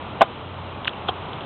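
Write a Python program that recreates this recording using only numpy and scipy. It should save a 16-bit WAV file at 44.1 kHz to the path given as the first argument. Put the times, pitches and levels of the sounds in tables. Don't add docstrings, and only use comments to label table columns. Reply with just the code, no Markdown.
import sys
import numpy as np
from scipy import signal
from scipy.fft import rfft, irfft
from scipy.io import wavfile

SR = 44100
rng = np.random.default_rng(int(sys.argv[2]) if len(sys.argv) > 2 else 0)


def pcm_store(signal):
    levels = np.round(np.clip(np.atleast_2d(signal), -1, 1) * 32767)
    wavfile.write(sys.argv[1], SR, levels.astype(np.int16).T)


N = 63945
TIME = np.arange(N) / SR
BAND_LIMIT_HZ = 4750

# t/s, level/dB
BACKGROUND_LEVEL = [(0, -34), (.5, -36), (.95, -34.5), (1.17, -34), (1.35, -32.5), (1.45, -33.5)]


def from_db(db):
    return 10 ** (np.asarray(db) / 20)


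def unit_rms(x):
    return x / np.sqrt(np.mean(x ** 2) + 1e-20)


def envelope(rows):
    return from_db(np.interp(TIME, *np.transpose(rows)))


def drift(corner_hz):
    step, settle = 40, 2000
    pole = np.exp(-2 * np.pi * corner_hz * step / SR)
    white = rng.standard_normal(N // step + settle + 2)
    slow = signal.lfilter([1], [1, -2 * pole, pole ** 2], white)[settle:]
    return np.interp(np.arange(N) / step, np.arange(len(slow)), unit_rms(slow))


def coloured_noise(spectrum):
    hz, db = np.transpose(spectrum)
    bins = np.maximum(np.fft.rfftfreq(N, 1 / SR), 1)
    gain = from_db(np.interp(np.log(bins), np.log(hz), db)) * (bins < BAND_LIMIT_HZ)
    return unit_rms(irfft(rfft(rng.standard_normal(N)) * gain, N))


def airy_rush():
    # f/Hz, relative level/dB
    spectrum = [(25, -21), (45, -10), (65, -7), (100, 0), (135, 2), (190, 1), (400, -1.5), (650, -1),
                (950, 0.5), (1280, -3), (1650, -12.5), (2200, -13.5), (3200, -11), (3700, -15.5),
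                (4400, -10)]
    return envelope(BACKGROUND_LEVEL) * coloured_noise(spectrum)


def fizz(bubbles_per_s=750, ring_cycles=46, relative_db=-16.5):
    strengths = from_db(2.5 * np.minimum(rng.exponential(1, N), 4)) * rng.choice([-1, 1], N)
    impulses = strengths * (rng.random(N) < bubbles_per_s / SR)
    pitches_hz = np.geomspace(2300, 3700, 10)
    pitch_index = rng.integers(0, len(pitches_hz), N)
    out = np.zeros(N)
    for k, hz in enumerate(pitches_hz):
        r = 1000 ** (-hz / (ring_cycles * SR))
        w = 2 * np.pi * hz / SR
        out += signal.lfilter([0, np.sin(w)], [1, -2 * r * np.cos(w), r * r],
                              impulses * (pitch_index == k) + 1e-18)
    return envelope(BACKGROUND_LEVEL) * from_db(relative_db) * unit_rms(out)


def hum():
    # t/s, rms level/dB
    main_level = [(0, -43.5), (.15, -42), (.22, -59.5), (.38, -50), (.45, -40), (.66, -38.5), (.8, -45.5),
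                  (.95, -50), (1.05, -41.5), (1.33, -44), (1.45, -52.5)]
    # f/Hz, rms level/dB
    weak_lines = [(64, -54.5), (127, -48)]

    def tone(hz, waver_rad):
        return np.sqrt(2) * np.sin(2 * np.pi * hz * TIME + waver_rad * drift(corner_hz=2.4))
    main = envelope(main_level) * tone(hz=90.3, waver_rad=0.31)
    return main + sum(from_db(db) * tone(hz, waver_rad=1.7) for hz, db in weak_lines)


def gas_pockets(rise_per_s=4.1):
    # onset t/s, f/Hz, peak level/dB, swell t/s
    openings = [ (.2084, 732, -8, 0.0019), (.2093, 2880, -15, 0.00077), (0.2103, 254, -18, 0.0033),
                (0.2144, 1043, -5.5, 0.0017), (0.2131, 1520, -12.5, .0012), (.2168, 653, -4, 0.0015),
                (0.219, 2460, -16, 0.0013), (.2198, 783, -7, 0.00072), (.2246, 707, -7, 0.0019),
                (.2258, 3600, -25.5, .0010), (.2300, 3500, -27.5, 0.0013), (.2335, 683, -26, 0.003),
                (0.8469, 3300, -15.5, 0.00023), (0.8535, 3400, -20, 0.00018), (0.8551, 1380, -16, 0.00025),
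                (0.8736, 3530, -21.5, 0.0016), (0.8767, 2950, -16, 0.0008), (0.8779, 2610, -8, 0.00047),
                (0.8791, 1620, -12, 0.00062), (0.8925, 3350, -21.5, 0.00059), (.9335, 2780, -28.5, 0.00069),
                (1.0858, 3270, -12.5, 0.00057), (1.0868, 1133, -14.5, 0.00069), (1.0885, 736, -16.5, .0030),
                (1.0905, 470, -23, 0.00097), (1.0907, 3130, -20, 0.0018), (1.0980, 3460, -28, .0005),
                (1.3319, 3270, -21.5, 0.00027), (1.4070, 3200, -29, 0.00065)]
    out = np.zeros(N)
    for onset_s, hz, db, swell_s in openings:
        t = np.maximum(TIME - onset_s, 0)
        swell = t / swell_s * np.exp(1 - t / swell_s)
        phase = 2 * np.pi * hz * t * (1 + rise_per_s * t / 2)
        out += from_db(db) * swell * np.sin(phase)
    return out


def squelches():
    # peak t/s, rms level/dB at the peak, swell t/s, fade t/s
    bursts = [(0.2199, -12, 0.0051, 0.0067), (0.8766, -19, 0.0038, 0.0043), (1.089, -20, 0.0038, 0.005)]
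    # f/Hz, relative level/dB
    spectra = [
        [(100, -22), (250, -15.5), (650, 0.5), (1150, -6.5), (2000, -15), (2800, -18.5), (3600, -17.5),
         (4400, -38)],
        [(100, -18), (1100, -15.5), (1600, -11.5), (2200, -18), (3000, 5), (3600, -14), (4400, 8)],
        [(100, -14), (450, -4), (630, -12), (850, 2.5), (1380, -1), (2000, -27.5), (2700, -5), (3300, -1.5),
         (4400, -1.5)],
    ]
    out = np.zeros(N)
    for (peak_s, db, swell_s, fade_s), spectrum in zip(bursts, spectra):
        from_peak = (TIME - peak_s) / np.where(TIME < peak_s, swell_s, fade_s)
        swell = np.exp(1 - np.hypot(1, from_peak))
        out += from_db(db) * swell * coloured_noise(spectrum)
    return out


def scene():
    background = airy_rush() + fizz()
    pops = gas_pockets() + squelches()
    return (background + pops + hum())[None]


def record(dry, treble_edge_hz=3800, ceiling=0.77, knee=16, cutoff_hz=15800):
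    x = signal.sosfilt(signal.butter(8, treble_edge_hz, fs=SR, output="sos"), dry)
    x = signal.sosfilt(signal.cheby2(12, 60, BAND_LIMIT_HZ, fs=SR, output="sos"), x)
    x = x / (1 + np.abs(x / ceiling) ** knee) ** (1 / knee)
    return signal.sosfilt(signal.cheby2(12, 70, cutoff_hz, fs=SR, output="sos"), x)


dry = scene()
out = record(dry)
pcm_store(out)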